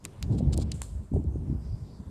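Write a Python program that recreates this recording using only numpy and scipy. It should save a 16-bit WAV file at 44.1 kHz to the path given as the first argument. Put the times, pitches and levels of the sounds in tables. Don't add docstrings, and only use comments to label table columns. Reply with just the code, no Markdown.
import sys
import numpy as np
from scipy import signal
from scipy.fft import rfft, irfft
from scipy.io import wavfile
from scipy.ndimage import uniform_filter1d

SR = 44100
rng = np.random.default_rng(int(sys.argv[2]) if len(sys.argv) > 2 else 0)


def digitize_waveform(pressure):
    field = np.atleast_2d(pressure).T
    bounded = np.clip(field, -1, 1)
    quanta = np.round(bounded * 32767).astype(np.int16)
    wavfile.write(sys.argv[1], SR, quanta)


N = 92610
T = np.arange(N) / SR


def amp(db):
    return 10 ** (np.asarray(db) / 20)


def unit(x):
    return x / np.sqrt(np.mean(x ** 2) + 1e-20)


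def curve(rows, column=1):
    rows = np.array(rows)
    return np.interp(T, rows[:, 0], rows[:, column])


def colour(x, tone):
    hz, db = np.transpose(tone)
    f = np.fft.rfftfreq(len(x), 1 / SR)
    gain = amp(np.interp(np.log(f + 1), np.log(hz), db))
    return irfft(rfft(x) * gain, len(x))


def noise(tone):
    return unit(colour(rng.standard_normal(N), tone))


def smooth(x, seconds):
    t = np.arange(-SR // 10, SR // 10 + 1) / SR
    bell = np.exp(-(2 * t / seconds) ** 2)
    return signal.fftconvolve(x, bell / bell.sum(), "same")


def steadied(x, seconds):
    return x / np.sqrt(abs(smooth(x ** 2, seconds)) + 1e-9)


def add(mix, start_s, sound):
    part = mix[max(round(start_s * SR), 0):][:len(sound)]
    part += sound[:len(part)]


def whistle(centre_hz, width_hz):
    white = rng.standard_normal(N) + 1j * rng.standard_normal(N)
    band = signal.lfilter(*signal.butter(2, width_hz / 2, fs=SR), white)
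    phase = 2j * np.pi * np.cumsum(centre_hz) / SR
    return unit((band * np.exp(phase)).real)


def patchy(x, depth_db=2, patch_s=0.067, size=512):
    bands = signal.stft(x, nperseg=size)[2]
    frames = max(round(patch_s * SR * 2 / size), 1)
    drift = uniform_filter1d(rng.standard_normal(bands.T.shape), frames, axis=0)
    patches = unit(uniform_filter1d(drift, 12, axis=1))
    return signal.istft(bands * amp(depth_db * patches.T), nperseg=size)[1][:N]


# f/Hz, level/dB
AIR_TONE = [(30, -2), (80, 9.5), (200, -2.5), (400, -9.5), (620, -15), (900, -16), (1400, -23.5),
            (2200, -31.5), (4000, -39.5), (5000, -41.5), (6300, -34), (8200, -31), (11000, -40),
            (14000, -44)]
# t/s, level/dB
AIR_LEVEL = [(0, -55.5), (.06, -48.5), (.7, -52.5), (1.05, -54), (1.35, -52), (1.7, -50), (2.1, -51.5)]
# f/Hz, width/Hz, level/dB
MOANS = [(204.4, 37, -61), (385.5, 49, -71.5), (620, 61, -73.5), (1016, 69, -76.5)]

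def air():
    moans = sum(amp(db) * whistle(np.full(N, hz), width) for hz, width, db in MOANS)
    return noise(AIR_TONE) * amp(curve(AIR_LEVEL)) + moans


# t/s, relative level/dB
RUMBLE_LEVEL = [(0, -82), (.06, -48), (.13, -71), (.18, -47), (.245, -28.5), (.275, -33.5), (.315, -21.5),
                (.355, -31.5), (.43, -33), (.485, -17.5), (.525, -28), (.60, -24.5), (.70, -33),
                (.83, -36.5), (.885, -43.5), (.93, -34.5), (.99, -29.5), (1.04, -47), (1.10, -47),
                (1.15, -21.5), (1.235, -36), (1.275, -23), (1.33, -34.5), (1.36, -29), (1.47, -36),
                (1.525, -25), (1.63, -39), (1.74, -28), (1.785, -50.5), (1.83, -31), (1.89, -55.5),
                (1.97, -53), (2.01, -38.5), (2.045, -60), (2.08, -32.5), (2.1, -50)]
FLUTTER_LEVEL = [(0, -67), (.055, -41.5), (.1, -63.5), (.19, -60), (.235, -36.5), (.27, -38.5),
                 (.30, -26.5), (.49, -28), (.53, -28.5), (.58, -27), (.62, -31.5), (.745, -39), (.77, -47),
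                 (.88, -57), (.97, -48.5), (1.03, -49.5), (1.10, -70), (1.135, -27.5), (1.19, -29.5),
                 (1.23, -39.5), (1.26, -35.5), (1.34, -40), (1.42, -38), (1.52, -33.5), (1.59, -41),
                 (1.72, -47), (1.8, -44.5), (1.95, -49.5), (2.1, -46)]
# f/Hz, level/dB
RUMBLE_TONE = [(15, -56), (25, -41), (38, -18), (50, -1), (72, 3), (110, -5.5), (150, -12.5), (250, -37),
               (600, -99)]
FLUTTER_TONE = [(50, -42), (100, -4.5), (145, 1.5), (200, -3), (300, -10.5), (400, -18.5), (600, -34.5),
                (900, -37), (1400, -56.5), (3000, -96)]
TEAR_TONE = [(200, -18), (400, 4), (600, 1.5), (800, -2), (1100, -25), (1600, -28), (3000, -53)]
# f/Hz, level/dB
BASS_CUT = [(10, -23), (25, -14), (42, -0.5), (100, -0.5)]

def gusts():
    rumble = steadied(noise(RUMBLE_TONE), seconds=.028) * amp(curve(RUMBLE_LEVEL))
    gust_db = curve(FLUTTER_LEVEL)
    flutter = steadied(noise(FLUTTER_TONE), seconds=.025) * amp(gust_db)
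    tear_db, strong_gust_db, growth = -51, -26, 0.81
    tear = noise(TEAR_TONE) * amp(tear_db + growth * (gust_db - strong_gust_db))
    return colour(amp(-0.28) * rumble + amp(-1.5) * flutter + tear, BASS_CUT)


# f/Hz, level/dB
RUSH_TONE = [(500, 15), (1000, -4), (1800, -0.5), (3200, 0), (5500, -5), (9000, -25), (14000, -51)]
# t/s, level/dB
RUSH_LEVEL = [(0, -80), (.05, -58.5), (.08, -58.5), (.2, -62), (.5, -62), (.8, -60), (1.0, -68.5),
              (1.2, -76), (1.4, -69.5), (2.1, -93)]
# t/s, relative level/dB, f/Hz
SWISH = [(0, -84, 5130), (1.3, -103, 5310), (1.5, -80, 5250), (1.6, -79.5, 5000), (1.66, -69.5, 4900),
         (1.78, -73, 4900), (1.84, -73.5, 5020), (1.89, -71, 4800), (1.97, -72.5, 4720), (2.02, -82, 4680),
         (2.1, -76.5, 4610)]
# t/s, level/dB
LOW_SWISH_LEVEL = [(0, -100), (1.8, -93), (1.88, -79.5), (2.1, -80)]

def blades():
    hz = curve(SWISH, column=2)
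    core = whistle(hz, width_hz=650)
    fringe = amp(-1.5) * whistle(hz, width_hz=2200)
    high = (core + fringe) * amp(curve(SWISH))
    low = whistle(hz * .78, width_hz=500) * amp(curve(LOW_SWISH_LEVEL))
    rush = noise(RUSH_TONE) * amp(curve(RUSH_LEVEL))
    return high + low + rush


TICK_BANDS = [1000, 2600, 4500, 7200, 9000, 12500]
# t/s, rattle fade/s, rattle against snap/dB, then level/dB at each of TICK_BANDS
TICKS = [(0.0426, .005, -1, -34, -26, -18, -20, -21, -27), (.0517, 0.0037, -12, -7.5, 1, -6, 2, -2, -2.5),
         (0.0578, 0.0038, -3.5, -5, -13, -19, -28, -33, -30),
         (0.2268, 0.011, -14, -7, 0, 2.5, -4, -17.5, -3.5),
         (.5767, 0.0052, -21, -20, -15, -4.5, -4.5, 0.5, -5),
         (0.7157, .002, -14, -31, -13, -7, -21, -27, -24), (0.718, 0.0051, -9, -22, -4.5, 3, -1.5, -7, -18),
         (0.719, .002, -6, -24, -6.5, -6, -13, -15, -22), (0.8183, .003, -6, 2.5, -2.5, -8, -1, 0, -8),
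         (1.241, .002, -6, -45, -44, -35, -30, -39, -36)]
# f/Hz, level/dB
CASE_TONE = [(200, -8.5), (600, -13), (1050, -5.5), (1600, -12.5), (2000, -10), (2600, -6.5), (3200, -11),
             (4500, -6), (5900, -11), (7200, -4), (9200, -5), (10200, -9.5), (14000, -18.5)]
# f/Hz, width/Hz
CASE_MODES = [(3950, 160), (3980, 560), (4400, 980), (3600, 1500), (4600, 1800)]

def finger_ticks(size=4096):
    out, lead = np.zeros(N), size // 8
    t = (np.arange(size) - lead) / SR
    f = np.fft.rfftfreq(size, 1 / SR)
    case_delay = np.exp(-2j * sum(np.arctan(2 * (f - hz) / width) for hz, width in CASE_MODES))
    snap = t == 0
    for start_s, fade_s, rattle_db, *levels in TICKS:
        rattle = rng.standard_normal(size) * (t > 0) * np.exp(-abs(t) / fade_s)
        touch = snap + amp(rattle_db) * rattle / np.linalg.norm(rattle)
        tick = colour(irfft(rfft(touch) * case_delay), CASE_TONE)
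        spot_tone = list(zip(TICK_BANDS, levels))
        add(out, start_s - lead / SR, colour(tick, spot_tone))
    return out


# t/s, f/Hz, spread/octaves, peak level/dB
EDDIES = [(.304, 520, .5, -39), (.311, 89.5, 0.43, -17.5), (.408, 534, 0.32, -30), (0.428, 143, 0.82, -17),
          (.457, 600, 0.63, -43), (.477, 153, 1.46, -27), (0.547, 397, 0.56, -34.5),
          (0.589, 370, 0.82, -23), (0.602, 86, 0.63, -22), (0.745, 139, 0.85, -27), (1.120, 220, 0.67, -24),
          (1.138, 157, 0.85, -16), (1.139, 555, 0.54, -32), (1.163, 620, 0.31, -30.5),
          (1.167, 397, 0.17, -26), (1.2, 231, 0.58, -25), (1.247, 293, 0.48, -31),
          (1.359, 261, 0.78, -23.5), (1.502, 253, 0.49, -26), (1.516, 167, 0.64, -24),
          (1.53, 194, 0.69, -22.5), (1.551, 185, 0.72, -28), (1.743, 74.6, 0.8, -24),
          (2.005, 180, 0.47, -35)]

def eddies(size=8192):
    out = np.zeros(N)
    f = np.fft.rfftfreq(size, 1 / SR) + 1
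    for middle_s, hz, spread, db in EDDIES:
        spectrum = np.exp(-(np.log2(f / hz) / spread) ** 2)
        phase = 2j * np.pi * rng.random()
        swing = np.fft.fftshift(irfft(spectrum * np.exp(phase)))
        add(out, middle_s - size / 2 / SR, amp(db) * swing / abs(swing).max())
    return out


# middle t/s, width/s, level/dB
SCUFFS = [(0.336, 0.024, -60), (0.389, 0.0097, -50), (0.5362, 0.0086, -40), (0.579, 0.015, -56),
          (0.601, 0.0036, -50.5), (0.621, 0.011, -46)]
# t/s, fade/s, level/dB
HISSES = [(0.738, 0.06, -55), (0.824, 0.012, -45.5), (0.827, 0.087, -55.5), (1.03, 0.026, -71),
          (1.132, 0.06, -65)]
# f/Hz, level/dB
SCUFF_TONE = [(500, -14), (1200, -1.5), (1900, -15), (2800, -6.5), (3200, -3.5), (3900, 1.5), (5000, 0),
              (6100, -8.5), (7200, -0.5), (9000, -5), (10500, -19.5), (14000, -21.5)]
HISS_TONE = [(1000, -7.5), (2500, -19.5), (4300, -9), (5800, -11.5), (7600, 0), (9000, -3), (11000, -15.5),
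             (14000, -22.5)]

def finger_rubs(grain_db=2, grain_s=.001, hiss_rise_s=0.0044):
    scuff_level = sum(amp(db) * np.exp(-((T - s) / width) ** 2) for s, width, db in SCUFFS)
    hiss_level = np.zeros(N)
    for start_s, fade_s, db in HISSES:
        rise = np.clip((T - start_s) / hiss_rise_s, 0, 1)
        hiss_level += amp(db) * rise * np.exp(-abs(T - start_s) / fade_s)
    jitter = unit(smooth(rng.standard_normal(N), grain_s))
    grain = unit(amp(grain_db * jitter))
    return scuff_level * grain * noise(SCUFF_TONE) + hiss_level * noise(HISS_TONE)


# f/Hz, level/dB
STEREO_SPREAD = [(200, -78), (3000, -62), (4400, -25.5), (7700, -4), (14000, -5)]

def scene():
    centre = patchy(air() + blades()) + gusts() + finger_ticks() + eddies() + finger_rubs()
    side = patchy(air() + blades()) + amp(-31) * finger_ticks() + amp(-2.5) * finger_rubs()
    side = colour(side, STEREO_SPREAD)
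    return np.array([centre + side, centre - side])


def record(dry):
    cutoff_hz = 14350
    taps = signal.firwin(255, cutoff_hz, window=("kaiser", 8), fs=SR)
    return signal.oaconvolve(dry, taps[None], "same")


dry = scene()
out = record(dry)
digitize_waveform(out)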